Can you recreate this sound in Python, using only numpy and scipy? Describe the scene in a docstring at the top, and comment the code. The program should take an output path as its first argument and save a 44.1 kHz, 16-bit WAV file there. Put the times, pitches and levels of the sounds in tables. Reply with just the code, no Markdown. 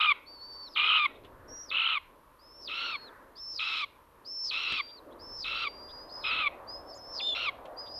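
"""Buzzard chicks begging at the nest

Two chicks beg while a parent feeds them high in an oak, close to a small microphone. One calls about
once a second: its syrinx holds a whistle, plunges into a rasp of chaotic vibration and clears as the
pressure drops. The other adds thin, nearly level whistles. Twigs snap and the trees scatter each sound;
behind them lie light wind, the murmur of a far road and the hiss of the microphone."""
import sys
import numpy as np
from scipy import signal
from scipy.fft import rfft, irfft, next_fast_len
from scipy.io import wavfile
from scipy.ndimage import uniform_filter1d, map_coordinates

SR = 44100
rng = np.random.default_rng(int(sys.argv[2]) if len(sys.argv) > 2 else 0)


def pcm_store(signal):
    """Save signal as 16-bit PCM."""
    levels = np.round(np.clip(np.atleast_2d(signal), -1, 1) * 32767)
    wavfile.write(sys.argv[1], SR, levels.astype(np.int16).T)


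N = 352359

# whistles that lead into the rasps: start_s, break_s, pitch_hz, scoop_hz, climb_hz_per_s, held_db, plunge_db
BEGGING_CRIES = [(.61, 0.759, 5390, 950, 1200, -59, -59), (1.478, 1.707, 5700, 150, 690, -44.5, -60),
                 (2.385, 2.682, 5303, 596, 2000, -56, -50.5), (3.354, 3.598, 5334, 850, 503, -41, -42.5),
                 (4.246, 4.512, 5350, 837, 450, -38, -35), (5.189, 5.45, 5310, 800, 450, -45.5, -42),
                 (6.089, 6.243, 5110, 1000, 450, -44.5, -59), (6.894, 7.202, 5236, 644, 1300, -50, -40),
                 (7.905, 8.157, 5240, 1000, 450, -45.5, -38)]
# rasps: start_s, clear_s, end_s, top_hz, level_db, swell_db, fundamental_re_level_db, beak_db, flips_per_s
BEGGING_RASPS = [(-.03, 0.068, .128, 1260, -23.5, -3.5, -3, -3.5, 70),
                 (.761, 0.998, 1.068, 1254, -25.5, -0.5, -8, -4, 90),
                 (1.713, 1.958, 1.985, 1340, -30, 1.5, -11, -6, 80),
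                 (2.685, 2.932, 2.968, 1369, -37.5, 2, -8, 2.5, 50),
                 (3.592, 3.82, 3.85, 1316, -33, -0.5, -12.5, 5, 10),
                 (4.511, 4.788, 4.814, 1348, -32, -2, -18.5, 3.5, 20),
                 (5.444, 5.651, 5.686, 1346, -34.5, -1, -9.5, 3, 20),
                 (6.241, 6.428, 6.485, 1307, -30.5, -0.5, -10, -3, 10),
                 (7.349, 7.463, 7.5, 1395, -31, -4.5, -15, 3, 30)]
# harmonics of a rasp: harmonic_number, level_db
RASP_HARMONICS = [(2, 4.5), (3, -5), (4, -23.5), (5, -44.5)]
# resonances of the throat: frequency_hz, gain_db
THROAT_SPECTRUM = [(400, -56.5), (850, -21.5), (1300, -5.5), (1750, -21.5), (2150, -8.5), (2750, -7.5),
                   (3300, -5), (4050, -8), (4550, -27.5), (5400, -36.5), (6000, -43.5), (9000, -50.5),
                   (12000, -57)]
# treble let out by an open beak: frequency_hz, multiple_of_beak_db
BEAK_TREBLE = [(2900, 0), (4200, 0.78), (5400, 2.5), (7000, 0.75)]
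# air noise around a whistle: offset_hz, gain_db
AIR_SKIRT = [(60, -1.5), (250, -3.5), (700, -15.0), (2000, -38.5), (5000, -54.0)]
# course of the one squeal: time_s, pitch_hz, level_db
SQUEAL_CONTOUR = [(7.209, 3520, -35), (7.276, 3593, -25.5), (7.343, 3440, -30)]
# the sibling's whistles: start_s, end_s, pitch_hz, climb_hz_per_s, level_db, swell_db_per_s,
# falter_time_s, falter_drop_hz, falter_drop_db, second_tone_db
SIBLING_PEEPS = [(0.252, 0.693, 4574, -200, -48.5, 5.5, .395, 183.5, 2, -22),
                 (2.758, 3.099, 4340, -350, -51, -11, 2.9, -1, -2, -22),
                 (4.656, 4.999, 4690, 293, -51, -1, 4.78, 202.5, 0, -27),
                 (5.519, 6.325, 4857, 752, -51, 5, 6.08, 1, 9.5, -31),
                 (6.665, 6.95, 5154, 1698, -47, -37, 6.84, -7.5, 20, -40),
                 (7.188, 7.358, 5080, -400, -54, -190, 7.3, -4, -2.5, -27),
                 (7.758, 8.1, 4980, 98, -44, -10, 7.875, 166, 5.5, -40)]
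# soft cheeps: start_s, level_db
SOFT_CHEEPS = [(1.14, -68), (3.363, -66.5), (4.88, -62.5), (5.104, -70), (5.884, -60), (7.854, -59)]
# snaps of twigs and beak: start_s, level_db, thud_re_crack_db, crack_t60_s
TWIG_SNAPS = [(1.2371, -50, -11, 0.027), (1.2468, -47.5, -5, 0.1), (4.7048, -44.5, -3, 0.045),
              (4.7226, -24, -11, 0.032), (4.7318, -53, -25, 0.025), (7.6558, -45.5, -4.5, 0.077)]
# a cracking twig and the thudding nest: frequency_hz, gain_db
CRACK_SPECTRUM = [(500, -4), (1500, 10), (3500, 16.5), (5500, -11), (8000, -10), (12000, -53)]
THUD_SPECTRUM = [(40, 1), (120, -10.5), (300, 0.5), (500, -11.5), (1200, -58)]
# reverberation among the trees: frequency_hz, t60_s
WOOD_DECAY = [(300, 0.14), (2300, 0.36), (4000, 0.39), (7000, 0.32), (12000, 0.15)]
# swells of the wind, a nearing vehicle and a far rushing: centre_s, half_width_s, level_db
WIND_GUSTS = [(1.4, 0.23, -62.5), (2.9, 0.46, -77), (5.5, .32, -63.5), (6.6, 0.62, -62.5), (7.9, 0.21, -72)]
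VEHICLE_SWELLS = [(7.45, 1.52, -52)]
RUSH_SWELLS = [(1.52, 0.2, -60.5), (3.1, 0.22, -57.5)]
# swells of a low background murmur and soft rushing: centre_s, half_width_s, murmur_db, soft_rush_db
MURMUR_SWELLS = [(0.305, 0.74, -79, -68.5), (1.25, 0.45, -61, -76), (2.922, 0.28, -61, -62),
                 (5.15, 0.25, -64, -67), (6.45, 0.79, -57.5, -56.5), (7.598, 0.46, -63.5, -58.5)]
# spectra of the background noises: frequency_hz, gain_db
WIND_SPECTRUM = [(12, -38), (20, 1.5), (63, -1), (118, -5.5), (146, -9.5), (199, -11.5), (220, -12),
                 (290, -45.5), (480, -120)]
MURMUR_SPECTRUM = [(160, -30.5), (220, -5), (280, 0.5), (380, 0), (580, 2), (760, -8), (1000, -13.5),
                   (1500, -47)]
SOFT_RUSH_SPECTRUM = [(650, -26), (880, 2.5), (1050, 5.5), (1350, -4), (1900, -11), (2600, -28.5),
                      (4000, -28), (7000, -47.5)]
VEHICLE_SPECTRUM = [(350, -23.5), (520, 6), (620, 6.5), (800, 2.5), (1000, -28), (1400, -43)]
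RUSH_SPECTRUM = [(800, -13.5), (1300, 3), (1750, 0.5), (2500, -22), (4000, -34)]
HISS_SPECTRUM = [(300, -5.5), (2500, 8), (4500, -0.5), (7000, -5), (10200, -4), (10700, 3.5), (13000, 5)]
# whine of the microphone's electronics: frequency_hz, level_db
WHINE_TONES = [(9647, -88.5)]


def cries(scoop_s=.056, strain_s=.095, fray_s=.064, droop_hz=620, plunge_hz=1640, plunge_s=.012,
          crescendo_db_per_s=46, soft_start_db=10, break_db=-37.5, break_s=.012, overlap_s=.004):
    """Register break: a whistle scoops up and swells, then frays, droops and plunges towards the rasp."""
    out = np.zeros(N)
    for start, end, top_hz, scoop_hz, climb, held_db, plunge_db in BEGGING_CRIES:
        t = span(start - .004, end + overlap_s)
        from_middle, to_break = t - (start + end) / 2, np.maximum(end - t, 0)
        scoop = ease((t - start) / scoop_s)
        strain = np.clip(1 - to_break / strain_s, 0, 1)
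        frayed = ramp(strain * strain_s / fray_s)
        below_hz = scoop_hz * scoop + droop_hz * strain ** 2 + plunge_hz * np.exp(-to_break / plunge_s)
        pitch = top_hz + climb * from_middle - below_hz
        db = held_db + crescendo_db_per_s * from_middle - soft_start_db * scoop
        db += (plunge_db - db) * frayed
        db += (break_db - db) * np.exp(-to_break / break_s)
        hoarse = .37 + .82 * scoop + .94 * frayed
        gate = ramp((t - t[0]) / .016) * ramp((t[-1] - t) / overlap_s)
        add(out, t, gate * amp(db) * unit(whistle(t, pitch, hoarse, jitter=.018, skirt_db=-7.5)))
    return out


def whistle(t, pitch, hoarse, jitter, skirt_db):
    """Random modulation: hoarseness broadens the upper register's sine and adds a skirt of air noise."""
    phase = cycles(pitch * (1 + .0038 * wobble(t, 70) + jitter * hoarse * wobble(t, 600)))
    skirt = noise(t, AIR_SKIRT) * np.cos(phase) + noise(t, AIR_SKIRT) * np.sin(phase)
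    tone = amp(1.7 * hoarse * wobble(t, 350)) * np.sin(phase)
    return np.sqrt(2) * (tone + amp(skirt_db) * hoarse * skirt)


def rasps(arch=.055, clear_hz=1202, sag=.14, sag_s=.012, jitter=.026, soft_start_db=3.5, push_s=.018,
          growth_db=9, clear_fundamental_db=-6, upper_hz=2950, flip_db=7):
    """Chaotic vibration: the lower register is rough, then settles into harmonics as the pressure drops."""
    out = np.zeros(N)
    for start, clear, end, top_hz, level_db, swell_db, low_db, beak_db, flip_rate in BEGGING_RASPS:
        t = span(start - .002, end + .0026)
        progress = (t - start) / (end - start)
        rough = 1 - ramp((t - clear) / .031 + .5)
        pitch = rough * top_hz * (1 - arch * (2 * progress - 1) ** 2) + (1 - rough) * clear_hz
        pitch *= 1 - sag * np.exp((t - end) / sag_s)
        phase = cycles(pitch * (1 + jitter * (rough + .2) * wobble(t, 900) + .016 * wobble(t, 130)))
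        overtones = throat(t, pitch, phase, rough, beak_db)
        fundamental_db = rough * (low_db + growth_db * (progress - .5)) + (1 - rough) * clear_fundamental_db
        flutter_db = rough * (3.8 * wobble(t, 350) + 1.4 * wobble(t, 30))
        fundamental = np.sqrt(2) * amp(fundamental_db + flutter_db) * np.sin(phase)
        flip = rough * flips(t, flip_rate)
        upper_phase = cycles(upper_hz * (1 + .037 * wobble(t, 400)))
        upper = np.sqrt(2) * amp(flip_db - .5 * beak_db) * np.sin(upper_phase)
        voice = unit((1 - flip) * overtones + flip * upper) + (1 - flip) * fundamental
        db = level_db + swell_db * bell(progress, .46, .27) - soft_start_db * np.exp((start - t) / push_s)
        db += 2.8 * bell(t, end - .011, .007)  # a last accent just before the voice stops
        gate = ramp((t - t[0]) / .004) * ramp((t[-1] - t) / .011)
        add(out, t, gate * amp(db) * voice)
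    return out


def throat(t, pitch, phase, rough, beak_db, chaos_share=.33, clear_share=.059):
    """Source and filter: harmonics mix with turbulence, pulsed once a cycle and shaped by the throat."""
    harmonics = 0
    for k, db in RASP_HARMONICS:
        lift_db = beak_db * along(BEAK_TREBLE, k * pitch)
        harmonics += amp(db + lift_db + 3.3 * wobble(t, 300)) * np.sin(k * phase)
    puffs = rng.standard_normal(len(t)) * (1 + .65 * np.cos(phase))
    chaos = coloured(puffs, [(hz, db + beak_db * along(BEAK_TREBLE, hz)) for hz, db in THROAT_SPECTRUM])
    surges = amp(2.8 * wobble(t, 60))
    share = np.clip(clear_share + chaos_share * rough * surges, 0, .9)
    return np.sqrt(1 - share) * unit(harmonics) + np.sqrt(share) * chaos


def flips(t, rate, width_s=.0013):
    """Intermittency: pulses of 0-1, mostly mid-call, in which the syrinx regains its upper register."""
    count = max(round(rate * (t[-1] - t[0])), 1)
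    moments = t[0] + (t[-1] - t[0]) * rng.beta(2, 2, count)
    strength = rng.uniform(.54, 1, (count, 1))
    return np.max(strength * bell(t, moments[:, None], width_s * strength), axis=0)


def squeal(modulation_hz=590, overtone_db=-32):
    """Amplitude modulation: a slower vibration of the syrinx gives one clear tone weak sidebands."""
    out = np.zeros(N)
    times, pitches, levels = np.transpose(SQUEAL_CONTOUR)
    t = span(times[0] - .005, times[-1] + .005)
    pitch, db = np.interp(t, times, pitches), np.interp(t, times, levels)
    phase = cycles(pitch * (1 + .014 * wobble(t, 400)))
    slow = np.sin(cycles(modulation_hz * (1 + .12 * wobble(t, 360))))
    envelope = amp(1.2 * wobble(t, 160)) * (1 + .17 * slow + .06 * wobble(t, 1500))
    tone = np.sin(phase) + amp(overtone_db) * np.sin(2 * phase)
    gate = ramp((t - t[0]) / .0072) * ramp((t[-1] - t) / .006)
    add(out, t, gate * amp(db) * envelope * tone)
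    return out


def voice_crack(start_s=7.198, length_s=.018, from_hz=3000, to_hz=2200, level_db=-42):
    """Falling glide: just before the squeal the voice slips down for an instant."""
    return glide(start_s, length_s, from_hz, to_hz, level_db, hoarse=.79, jitter=.017, skirt_db=-6)


def peeps(side_hz=900, scoop_hz=519, drop_hz=1100, bend_s=.05, falter_s=.037, fade_db=3.5, flutter_db=1.65):
    """Biphonation: the sibling's thin whistle has a faint higher tone from the syrinx's other side."""
    out = np.zeros(N)
    for start, end, mid_hz, climb, level_db, swell, falter_at, falter_hz, falter_db, side_db in SIBLING_PEEPS:
        t = span(start, end)
        from_middle = t - (start + end) / 2
        falter = bell(t, falter_at, falter_s)
        scoop, drop = ease((t - start) / bend_s), ease((end - t) / bend_s)
        pitch = mid_hz + climb * from_middle - falter_hz * falter - scoop_hz * scoop - drop_hz * drop
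        db = level_db + swell * from_middle - falter_db * falter - fade_db * drop
        db += flutter_db * wobble(t, 35)
        second_gain = amp(side_db + 2.6 * wobble(t, 40))
        second = second_gain * np.sin(cycles(pitch + side_hz + 40 * wobble(t, 300)))
        first = whistle(t, pitch, hoarse=.22, jitter=.0056, skirt_db=-6.5)
        gate = ramp((t - start) / .04) * ramp((end - t) / .011)
        add(out, t, gate * amp(db) * (first + second))
    return out


def chirp(peak_s=6.963, foot_hz=5300, rise_hz=2300, glide_s=.02, level_db=-61):
    """Frequency sweep: one faint, high whistle shoots up, rounds off and comes straight back down."""
    out = np.zeros(N)
    t = span(peak_s - .025, peak_s + .04)
    pitch = uniform_filter1d(foot_hz + rise_hz * np.exp(-abs(t - peak_s) / glide_s), size=300)
    gate = ramp((t - t[0]) / .012) * ramp((t[-1] - t) / .012)
    add(out, t, gate * amp(level_db) * whistle(t, pitch, hoarse=.6, jitter=.012, skirt_db=-5))
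    return out


def cheeps(length_s=.042, from_hz=3300, to_hz=3900):
    """Rising glides: short, soft whistles, husky with strong random modulation."""
    return sum(glide(start, length_s, from_hz, to_hz, db, hoarse=2.1, jitter=.02, skirt_db=-9.5)
               for start, db in SOFT_CHEEPS)


def glide(start_s, length_s, from_hz, to_hz, level_db, **timbre):
    """Linear sweep: one whistle slides between two pitches under a half-sine envelope."""
    out = np.zeros(N)
    t = span(start_s, start_s + length_s)
    progress = np.linspace(0, 1, len(t))
    tone = whistle(t, from_hz + (to_hz - from_hz) * progress, **timbre)
    add(out, t, amp(level_db) * np.sin(np.pi * progress) * tone)
    return out


def snaps(thud_t60_s=.11, trim_db=-5.5):
    """Damped transients: each dry crack and its dull thud in the heap of sticks decay exponentially."""
    out = np.zeros(N)
    for start, db, thud_db, crack_t60_s in TWIG_SNAPS:
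        t = span(start, start + .12)
        crack = amp(-60 * (t - start) / crack_t60_s) * noise(t, CRACK_SPECTRUM)
        thud = amp(thud_db - 60 * (t - start) / thud_t60_s) * noise(t, THUD_SPECTRUM)
        add(out, t, amp(db + trim_db) * (crack + thud))
    return out


def trees(x, wood_db=-30, build_s=.06, blur_hz=698.5, trunk_db=-21, trunk_t60_s=.11):
    """Scattering: trunk and leaves answer quickly; the wood's faint tail builds later, blurred in pitch."""
    hz, t, bands = signal.stft(rng.standard_normal(SR // 2), SR, nperseg=256)
    decay = amp(-60 * t / along(WOOD_DECAY, hz)[:, None])
    tail = signal.istft(bands * ramp(t / build_s) * decay, SR, nperseg=256)[1]
    scatter = rng.standard_normal(len(tail)) * amp(-60 * np.arange(len(tail)) / SR / trunk_t60_s)
    blurred = x * unit(wobble(span(0, N / SR), blur_hz))
    far = amp(wood_db) * signal.fftconvolve(blurred, unit(tail))
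    near = amp(trunk_db) * signal.fftconvolve(x, unit(scatter))
    return (far + near)[:N] / np.sqrt(len(tail))


def wind(t, lull_db=-68.5):
    """Turbulence: light wind makes a low rumble that rises in gusts."""
    return (amp(lull_db) + swells(WIND_GUSTS, t)) * amp(1.7 * wobble(t, 7.5)) * noise(t, WIND_SPECTRUM)


def road(t, murmur_db=-64, soft_rush_db=-63):
    """Modulated noise: a low murmur and soft rushing swell and fade, and one droning vehicle draws near."""
    murmur_gain = amp(murmur_db) + swells([(s, width, db) for s, width, db, _ in MURMUR_SWELLS], t)
    rush_gain = amp(soft_rush_db) + swells([(s, width, db) for s, width, _, db in MURMUR_SWELLS], t)
    murmur = murmur_gain * amp(2.4 * wobble(t, 13)) * noise(t, MURMUR_SPECTRUM)
    soft_rush = rush_gain * amp(1.3 * wobble(t, 11)) * noise(t, SOFT_RUSH_SPECTRUM)
    vehicle = swells(VEHICLE_SWELLS, t) * amp(1.3 * wobble(t, 8.8)) * noise(t, VEHICLE_SPECTRUM)
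    return murmur + soft_rush + vehicle


def rushing(t):
    """Band-limited noise: a faint, far rushing comes and goes."""
    return swells(RUSH_SWELLS, t) * noise(t, RUSH_SPECTRUM)


def amp(db):
    """Decibels to gain."""
    return 10 ** (np.asarray(db) / 20)


def unit(x):
    """x at rms 1."""
    return x / np.sqrt(np.mean(x ** 2) + 1e-20)


def along(points, hz):
    """(Hz, value) points read on a log axis."""
    frequencies, values = np.transpose(points)
    return np.interp(np.log(hz + 1), np.log(frequencies), values)


def span(start, end):
    """Sample times between two moments."""
    return np.arange(max(round(start * SR), 0), min(round(end * SR), N)) / SR


def ramp(u):
    """A smooth step from 0 to 1."""
    return np.sin(np.pi / 2 * np.clip(u, 0, 1)) ** 2


def ease(u):
    """A parabola that falls from 1 at u = 0 and lands softly on 0 at u = 1."""
    return np.clip(1 - u, 0, 1.1) ** 2


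def bell(t, centre, width):
    """A Gaussian hump of height 1."""
    return np.exp(-((t - centre) / width) ** 2)


def swells(rows, t):
    """Summed gain of humps given as centre_s, half_width_s, level_db."""
    return sum(amp(db) * bell(t, s, width) for s, width, db in rows)


def wobble(t, rate):
    """A smooth random curve, rate knots a second."""
    u = (t - t[0]) * rate
    return map_coordinates(rng.standard_normal(int(u[-1]) + 4), [u + 1])


def cycles(hz):
    """Phase in radians, the integral of a moving frequency."""
    return 2 * np.pi * np.cumsum(hz) / SR


def coloured(x, spectrum):
    """x shaped by (Hz, dB) points, at rms 1."""
    size = next_fast_len(len(x) + 2048)
    gain = amp(along(spectrum, np.fft.rfftfreq(size, 1 / SR)))
    return unit(irfft(rfft(x, size) * gain, size)[:len(x)])


def noise(t, spectrum):
    """Coloured noise of rms 1."""
    return coloured(rng.standard_normal(len(t)), spectrum)


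def add(track, t, x):
    """Mix x into the track at times t."""
    track[round(t[0] * SR):][:len(x)] += x


def scene():
    """Superposition: the nest's direct sound, its echo among the trees and the background add up."""
    t = span(0, N / SR)
    nest = cries() + voice_crack() + squeal() + rasps() + peeps() + chirp() + cheeps() + snaps()
    return (nest + trees(nest) + wind(t) + road(t) + rushing(t))[None]


def record(dry, hiss_db=-68.5, limit_hz=13250):
    """Self-noise and bandwidth: the microphone adds hiss and a faint whine, and cuts the highest treble."""
    t = span(0, N / SR)
    whine = sum(np.sqrt(2) * amp(db) * np.sin(2 * np.pi * hz * t) for hz, db in WHINE_TONES)
    noisy = dry + amp(hiss_db) * noise(t, HISS_SPECTRUM) + whine
    return irfft(rfft(noisy) * (np.fft.rfftfreq(N, 1 / SR) < limit_hz), N)


dry = scene()
out = record(dry)
pcm_store(out)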